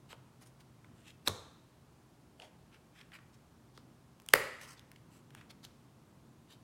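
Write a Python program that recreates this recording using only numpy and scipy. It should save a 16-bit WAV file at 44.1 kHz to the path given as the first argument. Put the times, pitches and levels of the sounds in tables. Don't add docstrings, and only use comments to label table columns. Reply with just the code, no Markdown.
import sys
import numpy as np
from scipy import signal
from scipy.fft import rfft, irfft, next_fast_len
from scipy.io import wavfile

SR = 44100
rng = np.random.default_rng(int(sys.argv[2]) if len(sys.argv) > 2 else 0)


def generate_wav(signal):
    frames = np.transpose(np.atleast_2d(signal))
    scaled = np.clip(frames, -1, 1) * 32767
    pcm = np.round(scaled).astype(np.int16)
    wavfile.write(sys.argv[1], SR, pcm)


N = 292436


def undb(db):
    return 10 ** (np.asarray(db) / 20)


def unit(x):
    return x / np.sqrt(np.mean(x ** 2) + 1e-30)


def add(track, s, x):
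    i = max(int(s * SR), 0)
    track[i:i + len(x)] += x[:max(N - i, 0)]


def colour(x, points):
    hz, db = np.array(points).T
    bins_hz = np.fft.rfftfreq(len(x), 1 / SR)
    return irfft(rfft(x) * undb(np.interp(np.log(bins_hz + 1), np.log(hz), db)), len(x))


def resonate(x, hz, width_hz):
    hz = min(hz, SR * .4)
    b, a = signal.iirpeak(hz, hz / min(width_hz, SR / 4), fs=SR)
    return signal.lfilter(b, a, signal.lfilter(b, a, x))


def swell(t, peak_s, steepness):
    u = t / peak_s
    return (u * np.exp(1 - u)) ** steepness


# frequency in Hz, relative level in dB.
AIR_SPECTRUM = [(15, -51), (25, -21.5), (38, -16.5), (64, -6.5), (92, -5.5), (108, -6.5), (127, 0.5),
                (149, -4), (170, -9), (293, -8), (489, -16.5), (1040, -18), (1890, -27.5), (9320, -35),
                (16000, -42)]

def air(level_db=-63):
    return undb(level_db) * unit(colour(rng.standard_normal(N), AIR_SPECTRUM))


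# frequency in Hz, width of a resonator stage in Hz, level in dB.
HUM_BANDS = [(128, 8.3, -74.5), (170, 6.3, -74), (227, 14, -75)]

def hum(waver_db=.35):
    drift = np.interp(np.arange(N), np.linspace(0, N, 20), rng.standard_normal(20))
    bands = (undb(db) * unit(resonate(rng.standard_normal(N), hz, width)) for hz, width, db in HUM_BANDS)
    return sum(bands) * undb(waver_db * drift)


# time in seconds, level in dB.
RUMBLE_ENVELOPE = [(0, -74), (.7, -72), (.9, -60), (1.1, -72), (3.7, -81.5), (3.87, -59.5), (4.05, -75.5),
                   (4.8, -70.5), (5.099, -61.5), (5.6, -63), (6.1, -68)]
# frequency in Hz, relative level in dB.
RUMBLE_SPECTRUM = [(60, -28.5), (125, 0.5), (180, -7), (280, -9.5), (450, -20.5), (1200, -43.5),
                   (4000, -67)]

def rumble():
    level_db = np.interp(np.arange(N) / SR, *np.array(RUMBLE_ENVELOPE).T)
    return undb(level_db) * unit(colour(rng.standard_normal(N), RUMBLE_SPECTRUM))


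# band centre in Hz, relative level in dB, time to fall 60 dB in seconds.
WALL_BANDS = [(100, -0.5, 0.62), (250, -11.5, .55), (450, -6, 0.55), (1010, -7, 0.69), (1755, -11.5, 0.78),
              (3980, -15.5, 0.69), (8000, -16.5, .56), (15000, -20, 0.29)]

def reverberate(x, gap_s=.0075, early_s=.018, early_width_s=.0025, early_db=-1.5):
    t = np.arange(SR) / SR
    log_hz = np.log(np.fft.rfftfreq(SR, 1 / SR) + 1)
    log_centres = np.log([row[0] for row in WALL_BANDS])
    noise = rfft(rng.standard_normal(SR))
    response = np.zeros(SR)
    for band_weights, (_, db, t60) in zip(np.eye(len(WALL_BANDS)), WALL_BANDS):
        band = irfft(noise * np.interp(log_hz, log_centres, band_weights), SR)
        decay = np.exp(-np.log(1000) * t / t60) * (t > gap_s)
        response += undb(db) * band * decay / np.linalg.norm(decay)
    early_boost = 1 + undb(early_db) * np.exp(-.5 * ((t - early_s) / early_width_s) ** 2)
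    return signal.oaconvolve(x, response * early_boost)[:N]


def diffuse_echo(flex_db=-.43, click_db=4, directions=6):
    echo = np.zeros(N)
    for _ in range(directions):
        radiated = undb(flex_db) * flexes(phase_spread=.95) + undb(click_db) * (cracks() + ticks())
        echo += reverberate(radiated)
    return echo / np.sqrt(directions)


def grip(t, changes_per_s=260, spread_db=1.9):
    knots = np.arange(t[0], t[-1], 1 / changes_per_s)
    return undb(spread_db * np.interp(t, knots, rng.standard_normal(len(knots))))


def held_card(x, ring_ms=1.2, ring_db=-4):
    t = np.arange(SR // 100) / SR
    ring = rng.standard_normal(len(t)) * np.exp(-1000 * t / ring_ms)
    return x + undb(ring_db) * signal.oaconvolve(x, ring / np.linalg.norm(ring))[:len(x)]


# frequency in Hz, relative level in dB.
SLIDE_SPECTRUM = [(100, -5), (500, 0.5), (1500, 6), (3500, -1), (6500, -2), (8700, -0.5), (12000, -6.5),
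                  (15500, -12)]
# time of the
# peak in seconds, length in seconds, level in dB, resonance in Hz, hiss in dB relative to the resonance.
RUBS_AND_HISS = [(0.115, 0.027, -55, 3340, -1), (0.121, 0.024, -58, 1100, -18), (.427, .02, -59, 3620, 15),
                 (0.471, .024, -65, 8150, -2), (0.608, .016, -63, 6130, 21), (1.007, .085, -71.5, 1890, -8),
                 (1.084, .044, -58.5, 2850, -2), (1.271, .016, -46.5, 4220, 3),
                 (1.294, 0.03, -46, 137, -27), (2.425, .042, -57.5, 664, -21), (2.435, .055, -63, 2960, -8),
                 (2.745, .032, -63, 2120, -10), (2.988, .055, -60.5, 1900, -9),
                 (3.148, .028, -52.5, 1880, -9.5), (3.344, .018, -67, 4500, 3),
                 (3.771, .033, -67, 3780, -0.5), (4.324, 0.03, -68, 5500, 6),
                 (4.335, .004, -41.5, 2200, -1.5), (4.633, .042, -54.5, 4465, 9),
                 (4.703, .05, -55.5, 5458, 3), (4.777, .015, -63.5, 4000, -5),
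                 (5.152, .06, -65.5, 7500, 4.5), (5.385, 0.065, -64.5, 1907, -6),
                 (5.507, 0.013, -54.5, 3630, 0), (5.647, .016, -52.5, 3900, -2),
                 (6.522, .037, -60, 3400, -1)]

def rubs(slips_per_s=4500, scatter_db=1.5, smooth_db=-2, rise_share=.49, relative_width=.81):
    out = np.zeros(N)
    for peak_s, length_s, db, hz, hiss_db in RUBS_AND_HISS:
        rise_s, fall_s = rise_share * length_s, (1 - rise_share) * length_s
        t = np.arange(next_fast_len(int(4 * length_s * SR))) / SR - 4 * rise_s
        slipping = rng.random((2, len(t))) < slips_per_s / SR
        slip, size, smooth = rng.standard_normal((3, 2, len(t)))
        push, scrape = unit(slipping * slip * undb(scatter_db * size)) + undb(smooth_db) * smooth
        body = unit(resonate(push, hz, relative_width * hz))
        hiss = undb(hiss_db) * unit(colour(scrape, SLIDE_SPECTRUM))
        envelope = np.exp(-.5 * (t / np.where(t < 0, rise_s, fall_s)) ** 2)
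        burst = undb(db) * unit(held_card(body + hiss) * grip(t)) * envelope
        add(out, peak_s + t[0], burst[peak_s + t >= 0])
    return out


# frequency in Hz, relative level in dB.
EDGE_SPECTRUM = [(100, -20.5), (500, -7), (1500, 4.5), (3000, 2), (6500, -5.5), (8500, -1.5), (12000, -1.5),
                 (15500, -8)]

def click(length_ms, hz, crack_db):
    t = np.arange(SR // 20) / SR
    envelope = swell(t, length_ms / 1000 / 3, steepness=.8)
    push, scrape = rng.standard_normal((2, len(t)))
    body = unit(resonate(push * envelope, hz, width_hz=hz))
    crack = undb(crack_db) * unit(colour(scrape, EDGE_SPECTRUM) * envelope)
    return unit(body + crack) * np.sqrt(np.mean(envelope ** 2))


# start in seconds, level in dB, resonance in Hz,
# crack in dB relative to the resonance.
EDGE_TICKS = [(.844, -55.5, 1590, -15), (1.2807, -26.5, 5770, -7), (2.419, -51, 2500, -27),
              (3.012, -51, 2300, -15), (3.1186, -53, 1910, -17), (3.187, -54.5, 1630, -18),
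              (4.2, -50, 1250, 20), (4.2196, -56, 1200, 18), (4.2623, -51.5, 9010, 0),
              (4.613, -46, 1268, -3), (4.794, -50.5, 3200, -5.5), (4.916, -49.5, 1710, 2),
              (4.96, -55, 2850, -13), (5.305, -56.5, 2165, -7), (5.349, -45.5, 1530, -3.5),
              (5.411, -52, 1720, -17), (5.6492, -44.5, 3865, -5)]

def ticks(base_length_ms=1.8, dull_db_per_doubling=18):
    out = np.zeros(N)
    for s, db, hz, crack_db in EDGE_TICKS:
        length_ms = base_length_ms * 2 ** (-crack_db / dull_db_per_doubling)
        add(out, s, undb(db) * click(length_ms, hz, crack_db))
    return out


# multiple of the corner's pitch, relative level in dB.
CORNER_MODES = [(1.0, -0.5), (1.5, -14.5)]
# multiple of the face's pitch, relative level in dB.
FACE_MODES = [(.28, -24), (1.0, 1.5), (2.05, -2), (2.84, 3), (4.55, -2.5)]
# time in seconds, face pitch in Hz, face level in dB,
# corner pitch in Hz, corner level in dB, level of the edge's crack in dB.
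CARD_SNAPS = [(.1285, 482, -48.5, 3000, -43, -55.5), (1.2731, 538, -34, 3900, -28, -61),
              (1.2752, 390, -30.5, 3845, -13.5, -27.5), (1.2795, 438, -33, 3850, -36, -41),
              (2.3988, 570, -58, 2900, -39.5, -58), (3.7761, 450, -52, 1900, -56.5, -50),
              (4.2874, 449.2, -61, 3120, -31.5, -35.5), (4.3365, 498.8, -16.5, 1946, -4, -12.5)]

def flexes(phase_spread=0, peak_lag_1khz_ms=2.55, swell_1khz_ms=1.7):
    out, t = np.zeros(N), np.arange(SR // 20) / SR
    for s, face_hz, face_db, corner_hz, corner_db, _ in CARD_SNAPS:
        modes = [(corner_hz * multiple, corner_db + db) for multiple, db in CORNER_MODES]
        modes += [(face_hz * multiple, face_db + db) for multiple, db in FACE_MODES]
        for hz, db in modes:
            slowness = np.sqrt(1000 / hz)
            peak_s = s + peak_lag_1khz_ms * slowness / 1000
            swell_s = swell_1khz_ms * slowness / 1000
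            phase_cycles = phase_spread * rng.random()
            swing = np.sin(2 * np.pi * (hz * t + phase_cycles))
            add(out, peak_s - swell_s, undb(db) * swell(t, swell_s, steepness=3.6) * swing)
    return signal.sosfilt(signal.butter(4, 70, "high", fs=SR, output="sos"), out)


def cracks(lead_ms=.4, corner_overtone=2.2, hard_db=-13.5, tip_lag_ms=1.6, tip_db=-9):
    out = np.zeros(N)
    for s, _, _, corner_hz, _, db in CARD_SNAPS:
        bright_db = 5 + .42 * (db - hard_db)
        edge = click(length_ms=1.4, hz=corner_overtone * corner_hz, crack_db=bright_db)
        tip = click(length_ms=1.3, hz=14000, crack_db=-bright_db)
        add(out, s - lead_ms / 1000, undb(db) * edge)
        add(out, s + tip_lag_ms / 1000, undb(db + bright_db + tip_db) * tip)
    return out


def scene():
    rustle = rubs()
    echo = diffuse_echo() + reverberate(rustle)
    direct = rustle + flexes() + cracks() + ticks()
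    return (air() + hum() + rumble() + echo + direct)[None]


def record(dry):
    return signal.sosfilt(signal.ellip(8, .2, 70, 16100, fs=SR, output="sos"), dry)


dry = scene()
out = record(dry)
generate_wav(out)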